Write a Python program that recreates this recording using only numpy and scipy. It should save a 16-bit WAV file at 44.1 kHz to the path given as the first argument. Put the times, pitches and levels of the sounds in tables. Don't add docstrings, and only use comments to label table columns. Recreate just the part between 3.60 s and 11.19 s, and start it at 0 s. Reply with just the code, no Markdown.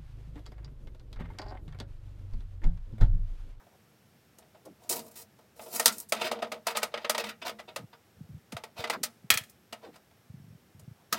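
import sys
import numpy as np
from scipy import signal
from scipy.io import wavfile

SR = 44100
rng = np.random.default_rng(int(sys.argv[2]) if len(sys.argv) > 2 else 0)


def materialize(psi):
    bounded = np.clip(np.atleast_2d(psi).T, -1, 1)
    quanta = np.round(bounded * 32767).astype(np.int16)
    wavfile.write(sys.argv[1], SR, quanta)


N = 334542
TIME = np.arange(N) / SR
EDGES = np.geomspace(25, 17500, 27)
CENTRES = np.sqrt(EDGES[1:] * EDGES[:-1])

# (time [s], contact [s], level [dB], treble [dB], spot pitch [Hz])
KNOCKS = [(0.066, 0.0031, -68.5, -4, 616), (0.785, 0.0013, -61, 16.5, 675),
          (0.823, 0.0041, -62.5, -10, 240), (0.946, 0.0043, -59.5, -24, 840), (1.788, 0.002, -64, 3, 346),
          (1.994, 0.0013, -46.5, -22, 540), (2.197, 0.0005, -26, 9.5, 1846), (2.522, 0.0012, -23, 3, 1302),
          (2.613, 0.0022, -32.5, -4.5, 1260), (2.713, 0.0047, -29.5, -3.5, 630),
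          (2.788, 0.004, -47, -14, 686), (2.82, 0.0086, -33, -11, 650), (2.917, 0.0051, -32.5, -4.5, 620),
          (3.068, 0.0019, -25, 2.5, 680), (3.148, 0.0094, -34, -14, 593), (3.17, 0.00068, -26, 4.5, 1263),
          (3.23, 0.0012, -26, 4, 463), (3.34, 0.0015, -28, -19.5, 587), (3.375, 0.0004, -34.5, -15.5, 584),
          (3.444, 0.006, -30.5, -18, 570), (3.495, 0.003, -23, 5.5, 617), (3.546, 0.0041, -29.5, -6.5, 917),
          (3.579, 0.0016, -27, -0.5, 574), (3.638, 0.0048, -34, -6.5, 914), (3.894, .001, -36.5, -1.5, 646),
          (3.986, 0.015, -43.5, -8.5, 1986), (4.16, 0.0032, -32.5, 1, 558), (4.92, 0.0043, -42.5, 2, 510),
          (4.966, 0.0028, -37.5, -3.5, 485), (5.036, 0.0032, -40.5, -2.5, 454),
          (5.239, 0.0031, -29, -11.5, 2035), (5.272, 0.0028, -40, -8, 1370), (5.298, 0.0017, -28, 2, 2040),
          (5.301, 0.0027, -30, -14, 638), (6.125, 0.0036, -38, -1, 2860), (6.357, 0.0046, -55, 1.5, 1030),
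          (6.51, 0.0041, -66.5, -9.5, 907), (7.194, 0.0027, -63.5, 16, 655)]
# (frequency [Hz], density [dB])
CLICK_SPECTRUM = [(110, -18.5), (250, -17), (600, -18.5), (1300, -11), (2000, -6.5), (2900, -7), (4600, 1),
                  (7000, 0.5), (10000, -0.5), (15500, -4.5)]
# (frequency [Hz], density [dB])
SLIDE_SPECTRUM = [(110, -9.5), (220, -5), (350, 4), (550, -3), (900, 2.5), (1300, -6.5), (2200, -3.5),
                  (4500, -4.5), (8000, -14), (12000, -14.5), (15500, -16.5)]
# (frequency [Hz], T60 [s])
CANOPY_T60 = [(200, 0.24), (600, 0.18), (1500, 0.14), (4000, 0.087), (9000, 0.07), (16000, 0.081)]


def from_db(db):
    return 10 ** (np.asarray(db) / 20)


def rms_one(x):
    return x / np.sqrt(np.mean(x ** 2, axis=-1, keepdims=True) + 1e-20)


def at_bands(points):
    hz, value = np.transpose(points)
    return np.interp(np.log(CENTRES), np.log(hz), value)[:, None]


def split(pair):
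    bank = [signal.butter(2, edges, "band", fs=SR, output="sos") for edges in zip(EDGES, EDGES[1:])]
    return rms_one(np.array([signal.sosfilt(band, pair[k % 2]) for k, band in enumerate(bank)]))


def colour(spectrum, bass_db=0, treble_db=0):
    gain = from_db(at_bands(spectrum)) * np.sqrt(np.diff(EDGES))[:, None]
    shelves = at_bands([(700, bass_db), (1500, 0), (3500, 0), (8000, treble_db)])
    return gain / np.linalg.norm(gain) * from_db(shelves)


def resonate(x, modes):
    for hz, width_hz, db in modes:
        b, a = signal.iirpeak(hz, hz / width_hz, fs=SR)
        x = signal.lfilter(a + (from_db(db) - 1) * b, a, x)
    return x


def add(out, start_s, sound):
    i = max(0, round(start_s * SR))
    out[i:i + len(sound)] += sound[:N - i]


def stroke(middle_s, half_s):
    near = np.flatnonzero(np.abs(TIME - middle_s) < 2 * half_s)
    return near, np.exp(-.5 * ((TIME[near] - middle_s) / half_s) ** 4)


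def outdoors(level_db):
    # (frequency [Hz], density [dB])
    spectrum = [(30, -46.5), (58, -24), (81, 3.5), (153, 1), (227, 1.5), (273, -7.5), (374, -2), (526, -9),
                (666, -6.5), (1130, -16.5), (1280, -11), (4650, -20.5), (14800, -26), (16000, -26)]
    # (frequency [Hz], width [Hz], gain [dB])
    hiss_bands = [(5503, 150, 6), (13170, 1100, 4.5)]
    air = (split(rng.standard_normal((2, N))) * colour(spectrum)).sum(0)
    return from_db(level_db) * resonate(air, hiss_bands)


def rubbing(width_octaves, sink_octaves):
    # (middle [s], half length [s], resonance [Hz], level [dB])
    rubs = [(0.013, 0.028, 1100, -63), (0.142, 0.022, 600, -63), (1.07, 0.015, 653, -54),
            (1.094, 0.031, 295, -52), (1.367, 0.076, 270, -56.5), (2.364, 0.038, 346, -58),
            (4.217, 0.033, 193, -50.5), (5.346, 0.016, 1200, -36.5), (5.375, 0.061, 282, -48.5),
            (6.265, 0.032, 544, -49.5), (6.315, 0.029, 250, -60.5), (7.409, 0.054, 850, -71)]
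    out, noise = np.zeros(N), split(rng.standard_normal((2, N)))
    for s, half_s, middle_hz, db in rubs:
        near, swell = stroke(s, half_s)
        hz = middle_hz * 2 ** (sink_octaves * np.interp(TIME[near], [s - half_s, s + half_s], [.5, -.5]))
        gain = 1 / (1 + (np.log2(CENTRES[:, None] / hz) / width_octaves) ** 4)
        out[near] += from_db(db) * swell * rms_one((noise[:, near] * gain).sum(0))
    return out


def impacts(rows, spectrum, crack_t60, early_db, late_db, late_t60, rise_power=0.7):
    out, t = np.zeros(N), TIME[:SR // 4]
    noise = split(rng.standard_normal((2, N // 2)))
    crack = from_db(-60 * t / crack_t60)
    early = from_db(early_db - 60 * t / at_bands(CANOPY_T60))
    late = from_db(late_db - 60 * t / late_t60)
    decay = np.sqrt(crack ** 2 + early ** 2 + late ** 2)
    offsets = rng.integers(0, N // 2 - len(t), len(rows))
    for (s, contact_s, db, bass_db, treble_db), i in zip(rows, offsets):
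        since_contact = (np.maximum(t - contact_s, 0) * SR).astype(int)
        force = np.minimum(t / contact_s, 1) ** rise_power
        bands = noise[:, i:i + len(t)] * decay.take(since_contact, axis=1)
        add(out, s, from_db(db) * force * (colour(spectrum, bass_db, treble_db)[:, 0] @ bands))
    return out


def free_length(s):
    # (time [s], length [m])
    blade_out = [(1.9, 2.03), (2.3, 0.3), (2.85, 1.82), (3.05, 0.12), (5.4, 0.48)]
    return np.interp(s, *np.transpose(blade_out))


def contact_bass(s, db, db_per_m=5.5, firm_db=-30):
    return db_per_m * free_length(s) + 0.1761 * (firm_db - db)


def with_bass(rows, bass_db):
    return [(s, contact_s, db, bass_db + contact_bass(s, db), treble_db)
            for s, contact_s, db, treble_db, *_ in rows]


def blade_knocks():
    # (frequency [Hz], density [dB])
    spectrum = [(110, -29), (220, -13), (350, -9.5), (550, -5.5), (900, -1.5), (1300, -4.5), (2200, -2),
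                (4500, -5.5), (7000, -10.5), (11000, -13.5), (15500, -20.5)]
    touches = with_bass(KNOCKS + chatter(), bass_db=-3.5)
    return impacts(touches, spectrum, crack_t60=0.05, early_db=-4.5, late_db=-19.5, late_t60=0.18)


def spot_rings(gain_db, t60, rise_s):
    out, t = np.zeros(N), TIME[:SR // 4]
    for s, contact_s, db, _, hz in KNOCKS:
        swell = np.minimum(t / (contact_s + rise_s), 1)
        decay = from_db(db + gain_db - 60 * (t - contact_s) / t60)
        add(out, s, swell * decay * np.sin(2 * np.pi * hz * t))
    return out


def scrape_power(bass_db=-10, rasp_db=6.5, rasp_octaves=0.49, drag_delay_s=0.039, drag_half_s=0.013):
    # (middle [s], half length [s], level [dB], treble [dB], resonance [Hz])
    scrapes = [(1.25, 0.039, -67.5, 10, 800), (2.07, 0.011, -49.5, -8, 616), (2.6, 0.043, -43, -4, 2200),
               (2.644, 0.037, -33.5, -3, 2300), (2.756, 0.021, -47, -28, 627),
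               (2.965, 0.021, -58, -33, 620), (3.092, 0.022, -34, -2.5, 1150),
               (3.164, 0.003, -34, -1, 1350), (3.228, 0.0075, -30, -9, 1320),
               (3.39, 0.056, -50.5, -12, 620), (3.603, 0.0086, -28, -5, 634),
               (3.675, 0.025, -38.5, -2.5, 2080), (3.823, 0.0052, -35, -12.5, 2080),
               (3.869, 0.014, -30.5, -4.5, 750), (4.089, 0.0081, -41, -17, 656),
               (4.336, 0.0064, -52.5, -19, 1100), (5.203, 0.028, -39.5, -5.5, 660),
               (5.335, 0.0067, -29.5, -3, 1280), (6.25, 0.028, -57.5, -7.5, 1290),
               (6.345, 0.013, -60, 0, 1700), (7.56, 0.029, -38, -5, 550)]
    drags = [(s + drag_delay_s, drag_half_s, db - 31.5, treble_db - 11, hz)
             for s, _, db, treble_db, hz in KNOCKS]
    power = np.zeros((len(CENTRES), N))
    for s, half_s, db, treble_db, hz in scrapes + drags:
        near, swell = stroke(s, half_s)
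        peak = np.exp(-.5 * (np.log2(CENTRES[:, None] / hz) / rasp_octaves) ** 2)
        tone = colour(SLIDE_SPECTRUM, bass_db + contact_bass(s, db), treble_db)
        power[:, near] += (from_db(db + rasp_db * (peak - .5)) * swell * tone) ** 2
    return power


def flutter(per_s, depth_db, hold=16):
    knots = from_db(depth_db * rng.standard_normal((len(CENTRES), N // 200)))
    gains = rms_one(np.array([np.interp(TIME[::hold] * per_s, np.arange(len(k)), k) for k in knots]))
    return np.repeat(gains, hold, axis=1)[:, :N]


def catches(per_s, depth_db):
    knots = from_db(depth_db * np.clip(rng.standard_normal(N // 50), -2, 2))
    return rms_one(np.interp(TIME * per_s, np.arange(len(knots)), knots))


def sliding(slips_per_s, spread_db, snags_per_s, snag_db, gain_db):
    sizes = from_db(spread_db * np.minimum(rng.exponential(1, (2, N)), 4)) * rng.choice([-1, 1], (2, N))
    snags = from_db(snag_db) * rms_one(rng.uniform(-1, 1, N) * (rng.random(N) < snags_per_s / SR))
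    slips = rms_one(sizes * (rng.random((2, N)) < slips_per_s / SR))
    friction = split(snags + slips) * flutter(per_s=70, depth_db=1.5) * catches(per_s=220, depth_db=4)
    return from_db(gain_db) * (friction * np.sqrt(scrape_power() + retraction_power())).sum(0)


def canopy_echo(dry):
    t = TIME[:SR // 3]
    bands = split(rng.standard_normal((2, len(t)))) * from_db(-60 * t / at_bands(CANOPY_T60))
    tail = (rms_one(bands) * np.sqrt(np.diff(EDGES))[:, None]).sum(0)
    wet = signal.fftconvolve(dry, tail / np.linalg.norm(tail))[:N]
    return (dry + wet) / np.sqrt(2)


def hook_clicks():
    # (time [s], contact [s], level [dB], treble [dB])
    clicks = [(1.052, 0.0049, -55.5, -2.5), (1.292, 0.0068, -33, 6.5), (1.3235, 0.004, -30.5, -1.5),
              (1.391, 0.0036, -39, -6), (2.381, 0.0022, -54, 17), (2.4, 0.0018, -53, 16.5),
              (2.487, 0.011, -60.5, 14), (5.431, 0.0073, -23.5, -4.5), (5.896, .002, -63, 10.5)]
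    touches = with_bass(clicks, bass_db=-2)
    return impacts(touches, CLICK_SPECTRUM, crack_t60=0.02, early_db=1, late_db=-30.5, late_t60=0.43)


def retraction_power(gain_db=-7.5, edge_s=0.0091, middling_db=-44.5):
    # (bass [dB], [(time [s], level [dB])])
    runs = [ (2, [(1.305, -36.5), (1.335, -38), (1.398, -51), (1.42, -62.5), (1.485, -57)]),
            (-10.5, [(1.515, -59), (1.545, -63), (1.558, -48), (1.578, -47), (1.625, -54.5)]),
            (-2, [(1.965, -64), (2.0, -57.5), (2.11, -53), (2.13, -40.5), (2.162, -30.5), (2.19, -45),
            (2.25, -47.5)]), (-9.5, [(2.32, -47.5), (2.37, -52.5), (2.435, -56.5)]), ]
    power = np.zeros((len(CENTRES), N))
    for bass_db, run in runs:
        s, db = np.transpose(run)
        gate = np.interp(TIME, [s[0] - edge_s, s[0], s[-1], s[-1] + edge_s], [0, 1, 1, 0])
        near = np.flatnonzero(gate)
        speed_db = np.interp(TIME[near], s, db)
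        rumble_db = at_bands([(700, 0.34), (1500, 0)]) * (middling_db - speed_db)
        tone = colour(SLIDE_SPECTRUM, bass_db + 4, treble_db=16.5)
        power[:, near] += (gate[near] * from_db(gain_db + speed_db + rumble_db) * tone) ** 2
    return power


def chatter(count=2, gap_s=0.027, contact_s=0.001294, slack_from_s=1.3):
    rows = []
    for (s, _, db, treble_db, _), gaps in zip(KNOCKS, rng.uniform(0.39, 1.2, (len(KNOCKS), count))):
        loss_db = 26 - 9.5 * free_length(s)
        if s > slack_from_s:
            rows += [(s + gap_s * elapsed, contact_s, db - k * loss_db, treble_db - 1)
                     for k, elapsed in enumerate(np.cumsum(gaps), 1)]
    return rows


def canopy_booms(hz, rise_s):
    # (time [s], peak level [dB])
    sways = [(2.131, -50.5), (2.291, -46.5), (2.53, -46), (2.74, -54), (3.149, -51), (3.63, -44),
             (3.91, -52)]
    out, t = np.zeros(N), TIME[:SR // 3]
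    age = t / rise_s
    for s, db in sways:
        add(out, s, from_db(db) * (age * np.exp(1 - age)) ** 2 * np.sin(2 * np.pi * hz * t))
    return out


def hook_slams():
    # (time [s], contact [s], level [dB], treble [dB])
    slams = [(2.258, .0024, -9.5, -3.5), (2.2795, 0.001, -17, -5.5)]
    # (frequency [Hz], width [Hz], gain [dB])
    liner_modes = [(934, 40, 7), (1386, 130, 8.5)]
    cracks = impacts(with_bass(slams, bass_db=0), CLICK_SPECTRUM,
                     crack_t60=0.01, early_db=-2, late_db=-32, late_t60=0.3, rise_power=0.1)
    return resonate(cracks, liner_modes)


def grip_bumps(count=10, jitter=0.21, hz=124.5, spread_octaves=0.2, spread_db=2.5):
    # (start [s], end [s], level [dB])
    shifts = [(4.566, 4.653, -53), (4.691, 4.779, -44.5), (6.757, 6.963, -45), (7.146, 7.248, -51.5)]
    rows = []
    for start_s, end_s, db in shifts:
        step_s = (end_s - start_s) / count
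        for k, (late, high, loud) in enumerate(rng.standard_normal((count, 3))):
            s = start_s + step_s * (k + jitter * late)
            rows.append((s, hz * 2 ** (spread_octaves * high), db + spread_db * loud))
    return rows


def microphone_bumps(rise_s):
    # (time [s], mid-glide pitch [Hz], peak level [dB])
    firm_bumps = [(4.235, 143.4, -39), (4.606, 161.4, -36.5), (4.742, 120.6, -34.5), (4.926, 209, -35),
                  (4.945, 115, -36), (5.19, 106.6, -38.5), (5.752, 121, -39.5), (5.641, 155.6, -42),
                  (5.715, 110, -38), (5.808, 121, -42.5), (6.698, 112.8, -39), (6.739, 148.4, -38),
                  (7.276, 135.7, -37), (7.31, 118, -40)]
    out, age = np.zeros(N), TIME[:SR // 8] / rise_s
    for s, hz, db in firm_bumps + grip_bumps():
        phase = 2 * np.pi * np.cumsum(hz * (.5 + np.exp(-age / 2))) / SR
        add(out, s, from_db(db) * (age * np.exp(1 - age)) ** 2 * np.sin(phase))
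    return out


def hook_snap(start_s, level_db, count=4, contact_s=0.00033, rebound_s=0.0705, coil_s=0.036):
    # (frequency [Hz], density [dB])
    spectrum = [(110, -22.5), (250, -13.5), (500, -16), (900, -9), (1350, -10.5), (2000, 0.5), (3600, -2),
                (5500, -3), (9000, -4), (15500, -7)]
    k = np.arange(1, count)
    delays_s = np.r_[0, np.cumsum(rebound_s * 0.9 ** (k - 1)), coil_s * k]
    losses_db = np.r_[0, 11.5 * k ** 1.62, 12.5 * k]
    bass_db, treble_db = -3, 1
    hits = [(start_s + delay, contact_s, level_db - loss, bass_db, treble_db)
            for delay, loss in zip(delays_s, losses_db)]
    return impacts(hits, spectrum, crack_t60=0.044, early_db=-4.5, late_db=-31, late_t60=0.38)


def coil_shiver(start_s, level_db, t60, band_hz):
    out, t = np.zeros(N), TIME[:SR // 2]
    band = signal.butter(2, band_hz, "band", fs=SR, output="sos")
    buzz = rms_one(signal.sosfilt(band, rng.standard_normal(len(t))))
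    add(out, start_s, from_db(level_db - 60 * t / t60) * buzz)
    return out


def case_set_down():
    # (time [s], contact [s], level [dB], bass [dB], treble [dB])
    landing = [(7.525, 0.0032, -26, -4.5, 5.5)]
    # (frequency [Hz], density [dB])
    spectrum = [(110, 0.5), (320, 1.5), (950, -16), (1350, 8.5), (2200, -4.5), (5000, 2.5), (7000, -6),
                (15500, -10.5)]
    # (frequency [Hz], width [Hz], gain [dB])
    hollow_modes = [(1350, 50, 4), (2800, 60, 10)]
    knock = impacts(landing, spectrum, crack_t60=0.013, early_db=-0.5, late_db=-46, late_t60=0.25)
    return resonate(knock, hollow_modes)


def scene():
    # (frequency [Hz], width [Hz], gain [dB])
    blade_modes = [(3784, 35, 3.5), (4990, 70, 5), (6280, 18, 1.5), (8043, 60, 3), (8840, 180, 6.5)]
    case_modes = [(1330, 56.6, 1.5), (1744, 87, 9.5), (2474, 88, 7), (3280, 56, 12.5), (4230, 60, 5),
                  (8030, 60, 3.5)]
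    canopy_modes = [(215.7, 3.4, 12.5), (231.8, 7, 14.5), (471.7, 25, 13), (619, 41, 11.5), (692, 31, 7),
                    (868, 45, 7), (1259, 80, 8), (1370, 35, 3), (1720, 170, -3), (1890, 65, 3.5)]
    snap_s = 5.703
    contacts = blade_knocks() + hook_clicks()
    snap = hook_snap(snap_s, level_db=-13.5)
    set_down = case_set_down()
    slides = sliding(slips_per_s=3500, spread_db=4, snags_per_s=220, snag_db=-7, gain_db=1.5)
    blade = resonate(contacts + canopy_echo(slides) + hook_slams(), blade_modes)
    shiver = coil_shiver(snap_s, level_db=-26, t60=0.2, band_hz=(1300, 4500))
    case = resonate(snap + shiver, case_modes) + set_down
    bass_cut = signal.butter(2, 110, "high", fs=SR, output="sos")
    tape = signal.sosfilt(bass_cut, resonate(blade + case, canopy_modes))
    rings = spot_rings(gain_db=-2.5, t60=0.072, rise_s=0.0018) + canopy_booms(hz=214.3, rise_s=0.037)
    handling = microphone_bumps(rise_s=0.0071) + rubbing(width_octaves=0.71, sink_octaves=0.45)
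    return (tape + rings + handling + outdoors(level_db=-63))[None]


def record(dry):
    cutoff_hz = 15900
    return signal.sosfilt(signal.ellip(10, .1, 70, cutoff_hz, fs=SR, output="sos"), dry)


dry = scene()
out = record(dry)
materialize(out)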